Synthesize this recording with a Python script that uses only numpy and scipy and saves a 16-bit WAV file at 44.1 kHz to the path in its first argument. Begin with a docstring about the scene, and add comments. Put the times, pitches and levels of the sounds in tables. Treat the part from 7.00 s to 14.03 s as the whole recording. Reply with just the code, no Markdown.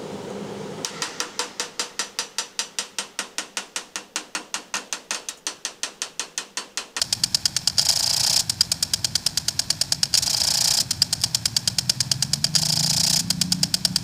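"""Impact sprinkler on a lawn

A sprung arm swings into the jet and knocks the frame about nine times a second: contact pulses excite damped
modes. On the way back it flutters three times as fast, with longer splashes of shaped droplet noise.
The jet hisses as filtered random impacts, and delayed bursts of them patter on frame and grass.
Far traffic is low filtered noise; one engine, a sum of harmonics, gathers speed from 3.5 s on."""
import sys
import numpy as np
from scipy import signal
from scipy.io import wavfile
from scipy.ndimage import uniform_filter1d

SR = 44100
rng = np.random.default_rng(int(sys.argv[2]) if len(sys.argv) > 2 else 0)


def waveform_to_disk(signal):
    """Save audio, clipped to [-1, 1], as 16-bit WAV at the path in sys.argv[1]."""
    frames = np.transpose(np.atleast_2d(signal))
    scaled = np.clip(frames, -1, 1) * 32767
    samples = np.round(scaled).astype(np.int16)
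    wavfile.write(sys.argv[1], SR, samples)


N = 310023

# Fast flutter of the arm: spoon enters the jet t/s, splash relative level/dB, return-stop blow relative level/dB
FLUTTER_STROKES = [(0.8105, -32.5, -14), (0.8495, -31, -6.5), (0.8856, -25, -3), (0.92, -33, -13),
                   (0.9553, -31.5, -8), (0.9892, -31.5, -9), (1.0249, -30.5, -7.5), (1.059, -31, -8),
                   (1.093, -31, -9), (1.127, -30.5, -9), (1.162, -29.5, -11), (1.1954, -29.5, -11),
                   (1.2302, -28.5, -7), (1.2623, -27.5, -8), (1.2952, -27.5, -8), (1.3266, -28.5, -9),
                   (1.3587, -27, -7.5), (1.3907, -27.5, -21), (3.1719, -25.5, -19), (3.222, -30.5, -18),
                   (3.26, -30.5, -6.5), (3.2955, -30.5, -16), (3.3283, -32, -4), (3.365, -31.5, -15),
                   (3.3988, -31.5, -4.5), (3.433, -31, -9.5), (3.4685, -29.5, -7.5), (3.5026, -29, -10),
                   (3.5371, -30, -7.5), (3.5703, -30, -9), (3.605, -28, -10), (3.6395, -27.5, -8),
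                   (3.6722, -27, -10), (3.7043, -27.5, -8.5), (3.7354, -29.5, -13), (3.769, -28.5, -7),
                   (3.799, -27.5, -24), (5.58, -32.5, -14), (5.615, -31, -6), (5.6499, -32, -11),
                   (5.6852, -30, -7.5), (5.72, -31, -10), (5.756, -31.5, -6.5), (5.7903, -30.5, -8),
                   (5.827, -30.5, -8), (5.8588, -31, -11), (5.8939, -29.5, -7), (5.9283, -30.5, -12),
                   (5.963, -30, -7.5), (5.9963, -29, -12), (6.0323, -28, -8), (6.0637, -28.5, -10),
                   (6.0952, -28.5, -10), (6.1271, -27.5, -7), (6.158, -27.5, -12), (6.1903, -28.5, -25)]
# Return sweeps: lever trips t/s, flutter's end t/s (in the last row, the next trip less the arc's length)
RETURN_SWEEPS = [(0.785, 1.41), (3.142, 3.82), (5.5525, 5.5)]


def gain_of(db):
    """Amplitude ratio of a level in dB."""
    return 10 ** (np.asarray(db) / 20)


def evened(x):
    """Normalises a signal to unit rms."""
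    return x / np.sqrt(np.mean(x ** 2) + 1e-20)


def read(points, hz):
    """Interpolates a level spectrum along a logarithmic frequency axis."""
    f, db = np.transpose(points)
    return np.interp(np.log(hz + 1), np.log(f + 1), db)


def curve(rows):
    """Linear interpolation of a time table at every sample."""
    rows = np.array(rows)
    return np.interp(np.arange(N) / SR, rows[:, 0], rows[:, 1])


def add(mix, s, sound):
    """Superposition: adds a sound to the mix from s seconds on."""
    part = mix[max(round(s * SR), 0):][:len(sound)]
    part += sound[:len(part)]


def causal(gain):
    """Minimum-phase response: the Hilbert transform of log gain gives the phase."""
    log = np.log(np.maximum(np.r_[gain, gain[-2:0:-1]], 1e-5))
    return np.fft.ifft(np.exp(log - 1j * signal.hilbert(log).imag)).real[:len(gain)]


def coloured(x, points, size=8192):
    """Causal filtering by a spectrum; unit-energy taps keep the power of white noise."""
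    taps = causal(gain_of(read(points, np.fft.rfftfreq(size, 1 / SR))))
    return signal.oaconvolve(x, taps / np.linalg.norm(taps))[:N]


def wobble(size):
    """Low-passed noise of unit rms: two running means, each size samples long."""
    once = uniform_filter1d(rng.standard_normal(N), size)
    return evened(uniform_filter1d(once, size))


def droplets(per_s, spread_db):
    """Shot noise: dense random impacts, a few of them large."""
    size = gain_of(spread_db * np.minimum(rng.exponential(1, N), 5))
    lands = rng.random(N) < per_s / SR
    return evened(size * rng.standard_normal(N) * lands)


def jet():
    """Turbulent jet noise: a fluttering hiss that swells into mist on the first two return sweeps."""
    # Hiss spectrum: f/Hz, relative level/dB
    hiss = [(350, -6), (700, -0.5), (1500, -2.5), (2800, -5), (5000, -6), (7500, -6), (10000, -11.5),
            (13000, -13.5), (16000, -15)]
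    jet_db, mist_db, mist_late_db = -46.5, -41, -38.5
    rise_s, fall_s = 0.17, 0.12
    points = []
    for trip, end in RETURN_SWEEPS[:2]:
        points += [(trip - .02, jet_db), (trip - .02 + rise_s, mist_db)]
        points += [(end + 0.034 - fall_s, mist_late_db), (end + .03, jet_db)]
    level = gain_of(curve(points) + 0.64 * wobble(size=700))
    return level * coloured(droplets(20000, 1.6), hiss)


def traffic():
    """Distant traffic as low-frequency noise of slowly varying level."""
    # Traffic spectrum: f/Hz, relative level/dB
    hum = [(14, -35), (24, -23), (45, -11), (107, 0.5), (145, 0.5), (176, -1), (199, -6), (322, -14.5),
           (430, -26.5), (560, -54), (950, -120)]
    # Traffic level in time, before the slow wobble: t/s, level/dB
    loudness = [(0.0, -41.5), (7.03, -38)]
    level = gain_of(curve(loudness) + 0.56 * wobble(size=6000))
    return level * coloured(rng.standard_normal(N), hum, size=16384)


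def is_second(s):
    """Marks times close to the second blow after the first two return sweeps."""
    return sum(abs(s - end - .2) < .02 for _, end in RETURN_SWEEPS[:2]) > 0


def swings():
    """Forced oscillation of the arm: rows (s, blow dB, rebound ms, rebound dB, cut ms, slap dB, tick dB)."""
    # Slow swings: blow t/s, blow relative level/dB
    blows = [(0.0172, -2.5), (0.1273, -3.5), (0.2372, -3.5), (0.3467, -3), (0.4562, -3), (0.5659, -2),
             (0.675, -2.5), (0.783, -6), (1.497, -10), (1.6091, -5), (1.7179, -3), (1.827, -4.5),
             (1.9364, -2), (2.0459, -4), (2.1545, -4), (2.2643, -2.5), (2.3747, -4), (2.4837, -3),
             (2.5935, -3.5), (2.7039, -2), (2.8136, -4), (2.9227, -2), (3.032, -2), (3.1411, -3),
             (3.9089, -20), (4.02, -6), (4.1284, -7), (4.2378, -2.5), (4.3475, -2), (4.4564, -1.5),
             (4.5663, -2.5), (4.6764, -2.5), (4.7857, -3), (4.896, -2), (5.0053, -3.5), (5.116, -3.5),
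             (5.2251, -4.5), (5.3344, -4.5), (5.4436, -2), (5.5527, -3), (6.3035, -4.5), (6.4147, -2.5),
             (6.5222, -2.5), (6.632, -3.5), (6.7417, -1.5), (6.8507, -2), (6.9606, -1.5)]
    arc_s = 1.75  # forward sweep, up to the next trip
    s, db = np.transpose(blows)
    trips = np.r_[np.array(RETURN_SWEEPS)[:, 0], RETURN_SWEEPS[-1][1] + arc_s]
    left = trips[np.searchsorted(trips, s - .01)] - s  # seconds until the lever trips
    turned = np.clip(1 - left / arc_s, 0, 1)
    late, hard = rng.random((len(s), 2)).T
    # The arm bounces once, by chance a little later or harder
    rebound_ms = np.where(is_second(s), 4.7, 1.9 + 3.1 * late ** 2)
    rebound_db = np.where(is_second(s), -12, -14.5 + 4.5 * (2 * hard - 1))
    cut_ms = np.where(left < .05, 18, 10.93)  # from the blow until the spoon leaves the jet; longer at the trip
    slap_db = -29 - 3 * turned ** 2
    tick_db = np.where(abs(left - .11) < .05, -16, -26 + 3 * turned)  # louder at the blow before the trip
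    return np.c_[s, db, rebound_ms, rebound_db, cut_ms, slap_db, tick_db]


def contacts(slow):
    """Impulsive excitation: each blow is two contacts in quick succession, with a noisy scuff."""
    # Dry stray clicks: t/s, relative level/dB
    clicks = [(0.9132, -9), (4.2048, -25), (4.2155, -17), (4.2203, -17), (4.2305, -22)]
    # Lever clicks around each trip: t/ms from the trip, relative level/dB
    lever = [(-10.5, -20.5), (10, -3.5), (19.4, -15)]
    tick_ms, stop_ms = 24.3, 19  # the trip pawl drops back after a blow; the fluttering arm meets its return stop
    hard, dull, stray = np.zeros((3, N))
    blows = []
    for s, blow_db, rebound_ms, rebound_db, _, _, tick_db in slow:
        blows += [(s, blow_db, hard), (s + rebound_ms / 1000, rebound_db, hard)]
        blows.append((s + tick_ms / 1000, tick_db, hard))
    blows += [(s, db, stray) for s, db in clicks]
    blows += [(s + stop_ms / 1000, db, dull) for s, _, db in FLUTTER_STROKES]
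    blows += [(s + ms / 1000, db, hard) for s, _ in RETURN_SWEEPS for ms, db in lever]
    t = np.arange(60) / SR
    pair = np.sinc(t * SR - 4) * .7 + np.sinc((t - .000605) * SR - 4)
    for s, db, track in blows:
        scuff = .08 * rng.standard_normal(60) * np.exp(-t / .0008)  # wet faces never meet quite alike
        add(track, s - .0006, gain_of(db) * (pair + scuff))
    return hard, dull, stray


def cracks(hard, dull, stray):
    """Broadband contact radiation, cross-faded between two spectra as the head turns through its arc."""
    # Crack spectrum at the start of the arc: f/Hz, relative level/dB
    facing = [(450, -45), (1500, -18), (3000, -12), (5000, -2), (6500, -3), (9000, 0), (12000, -10),
              (16000, -12)]
    # Crack spectrum with the arm turned aside: f/Hz, relative level/dB
    aside = [(450, -27), (1500, -10), (3000, -12.5), (5500, 5.5), (7000, -0.5), (8000, -7.5), (9500, -1.5),
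             (12000, -21), (16000, -22.5)]
    entries, now = np.r_[-.97, np.array(FLUTTER_STROKES)[:, 0]], np.arange(N) / SR
    since_flutter = now - entries[np.searchsorted(entries, now) - 1]
    away = np.clip(since_flutter / 1.6, 0, 1)
    struck = gain_of(4.5) * (hard + stray) + gain_of(-19) * dull
    return coloured((1 - away) * struck, facing) + coloured(away * struck, aside)


def rings(hard, dull):
    """Modal synthesis: blows excite exponentially damped sines of base, frame and arm."""
    # Modes of the plastic frame and hollow base: f/Hz, relative level/dB, 60 dB decay time/s
    resonances = [(680, -18, 0.046), (837, -13, 0.024), (1480, -14, 0.024), (1770, -14, 0.011),
                  (2503, -13, 0.037), (2892, -6, 0.028), (3194, -7.5, 0.024), (4580, 4.5, 0.017),
                  (4925, 8, 0.016), (5460, -14, 0.087)]
    t = np.arange(4000) / SR
    modes = [gain_of(db - 60 * t / t60) * np.sin(2 * np.pi * hz * t) for hz, db, t60 in resonances]
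    base, frame, arm = sum(modes[:2]), sum(modes[2:7]), sum(modes[7:])
    # Slow blows ring base, frame and a little of the arm
    forward = gain_of(-12.0) * base + gain_of(-17.5) * frame + gain_of(-23.5) * arm
    back = gain_of(-22.5) * frame + gain_of(-24) * arm
    jolts = np.zeros(N)
    for s, _, db in FLUTTER_STROKES:
        # The return stop jolts the hollow base, with less spread than the blows
        add(jolts, s + .0145, [gain_of(0.59 * db - 11.0)])
    second_blows = gain_of(-21) * hard * is_second(np.arange(N) / SR)  # extra ring of the arm
    ringing = signal.oaconvolve(hard, forward)[:N] + signal.oaconvolve(dull, back)[:N]
    ringing = ringing + signal.oaconvolve(jolts, base)[:N]
    return ringing + signal.oaconvolve(second_blows, arm)[:N]


def knocks(slow):
    """Radiation from a small body: cracks and rings lose their bass."""
    hard, dull, stray = contacts(slow)
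    small = signal.butter(6, 560, "high", fs=SR, output="sos")  # too small to radiate bass
    return signal.sosfilt(small, cracks(hard, dull, stray) + rings(hard, dull))


def stroke(rise_ms, hold_ms, sag_db, fall_ms):
    """Splash envelope: a sine-squared swell, a sag linear in dB, then exponential decay."""
    ms = np.arange(round((rise_ms + hold_ms + 8 * fall_ms) * SR / 1000)) * 1000 / SR
    swell = np.sin(np.pi / 2 * np.clip(ms / rise_ms, 0, 1)) ** 2
    sag = gain_of(-sag_db * np.clip((ms - rise_ms) / hold_ms, 0, 1))
    return swell * sag * np.exp(-np.maximum(ms - rise_ms - hold_ms, 0) / fall_ms)


def spoon(slow):
    """Jet break-up: droplet noise with a fast random level, gated while the spoon is in the jet."""
    # Spectrum of the slow slaps: f/Hz, relative level/dB
    slap_tone = [(300, -45), (600, -14), (1200, -11), (3000, -9), (5000, -3), (6800, 0), (8500, -1),
                 (10000, -8), (12000, -14), (16000, -17)]
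    # Spectrum of the flutter splashes: f/Hz, relative level/dB
    splash_tone = [(300, -63), (600, -18), (1200, -15.5), (2200, -11), (4000, -6), (7000, 0), (9500, -5.5),
                   (12000, -12), (16000, -15.5)]
    slap, splash = np.zeros((2, N))
    for s, _, _, _, cut_ms, db, _ in slow:
        add(slap, s - .004, gain_of(db) * stroke(6.63, cut_ms - 5, 4.6, 2.7))  # touches the jet before the blow
    for s, db, _ in FLUTTER_STROKES:
        stay_ms = 19.7 - 0.33 * (db + 30)  # shorter when hard
        add(splash, s - .002, gain_of(db) * stroke(7.1, stay_ms - 6.5, 4.2, 2.2))
    tearing = gain_of(1.1 * wobble(size=40)) * droplets(30000, .8)
    slaps = gain_of(9.5) * coloured(slap * tearing, slap_tone)
    return slaps + gain_of(6.5) * coloured(splash * tearing, splash_tone)


def patter(slow):
    """Delayed shot noise: thrown spray comes down on frame and grass after its flight."""
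    # Patter spectrum: f/Hz, relative level/dB
    tone = [(300, -4), (600, 0), (2500, -15), (4500, -5), (8500, -5), (11000, -14.5), (16000, -28)]
    thrown = np.zeros(N)
    for s, _, _, _, _, db, _ in slow:
        add(thrown, s, [gain_of(db)])
    for s, db, _ in FLUTTER_STROKES:
        add(thrown, s, [gain_of(db - 3)])
    flight = np.zeros(round(.019 * SR))
    landing = np.r_[flight, stroke(5., 12., 3, 26.)]
    fall = signal.oaconvolve(thrown, landing)[:N]
    return gain_of(-12.0) * coloured(fall * droplets(9000, 2.8), tone)


def engine():
    """Harmonic synthesis: orders of the engine cycle, lifted where they cross the exhaust pipe resonance."""
    # Engine speed, before a slight jitter: t/s, cycle rate f/Hz
    speed = [(3.5, 17.3), (4.3, 18.2), (5.2, 22.1), (5.4, 24.4), (5.6, 25.7), (5.8, 26.2), (6.2, 28.6),
             (6.7, 31.0), (6.9, 30.3)]
    # Exhaust orders: multiple of the cycle rate, relative level/dB
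    exhaust = [(1, -48), (2, -33), (3, -51), (4, -17), (5, -8.5), (6, -1.5), (7, -7.5), (8, -25), (9, -10),
               (10, -26), (11, -38), (12, -25)]
    # Engine loudness: t/s, relative level/dB
    loudness = [(3.5, -46), (4.3, -40.5), (5.1, -36.5), (5.45, -34.5), (6.0, -34), (6.65, -32), (6.74, -42),
                (6.84, -44), (6.91, -31.5), (7.0, -44)]
    pipe_hz, pipe_width_hz, pipe_db = 150.5, 69, 5
    revs = curve(speed)
    turns = np.cumsum(revs * (1 + .002 * wobble(size=4000))) / SR
    orders = np.zeros(N)
    for k, db in exhaust:
        lift = pipe_db / (1 + (2 * (k * revs - pipe_hz) / pipe_width_hz) ** 2)
        level = gain_of(db + lift + 1.5 * wobble(size=9000))
        orders += level * np.cos(2 * np.pi * k * turns - .3 * k)
    arrives = np.clip((np.arange(N) / SR - speed[0][0]) / 0.45, 0, 1)
    return gain_of(curve(loudness)) * arrives * orders


def turf(x):
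    """Ground reflection: a delayed, weaker copy whose treble the grass absorbs."""
    delay_ms, echo_db, absorbed_above_hz = 1.124, -10, 3100
    dulled = signal.lfilter(*signal.butter(2, absorbed_above_hz, fs=SR), x)
    return x + gain_of(echo_db) * np.r_[np.zeros(round(delay_ms * SR / 1000)), dulled][:N]


def scene():
    """Superposition: the sprinkler sounds with their turf echo, and the far road without it."""
    arm = swings()
    sprinkler = jet() + knocks(arm) + spoon(arm) + patter(arm)
    return (turf(sprinkler) + traffic() + engine())[None]


def record(dry):
    """Microphone response: port resonances in the treble, clipping of the highest peaks, then a band limit."""
    # Resonances of the microphone port: f/Hz, width/Hz, level/dB
    port = [(4200, 820, 3.5), (4686, 530, 9), (5360, 225, 13.5), (6700, 1470, 1), (8540, 660, -4.5)]
    hz = np.fft.rfftfreq(4096, 1 / SR)
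    power = 1 + sum(gain_of(2 * db) / (1 + (2 * (hz - f) / width) ** 2) for f, width, db in port)
    ringing = signal.oaconvolve(dry, causal(np.sqrt(power))[None])[:, :N]
    heard = np.clip(ringing, -1, 1)
    band = signal.firwin(401, 15520, window=("kaiser", 9), fs=SR)  # upper limit in Hz
    return signal.oaconvolve(heard, band[None], "same")


dry = scene()
out = record(dry)
waveform_to_disk(out)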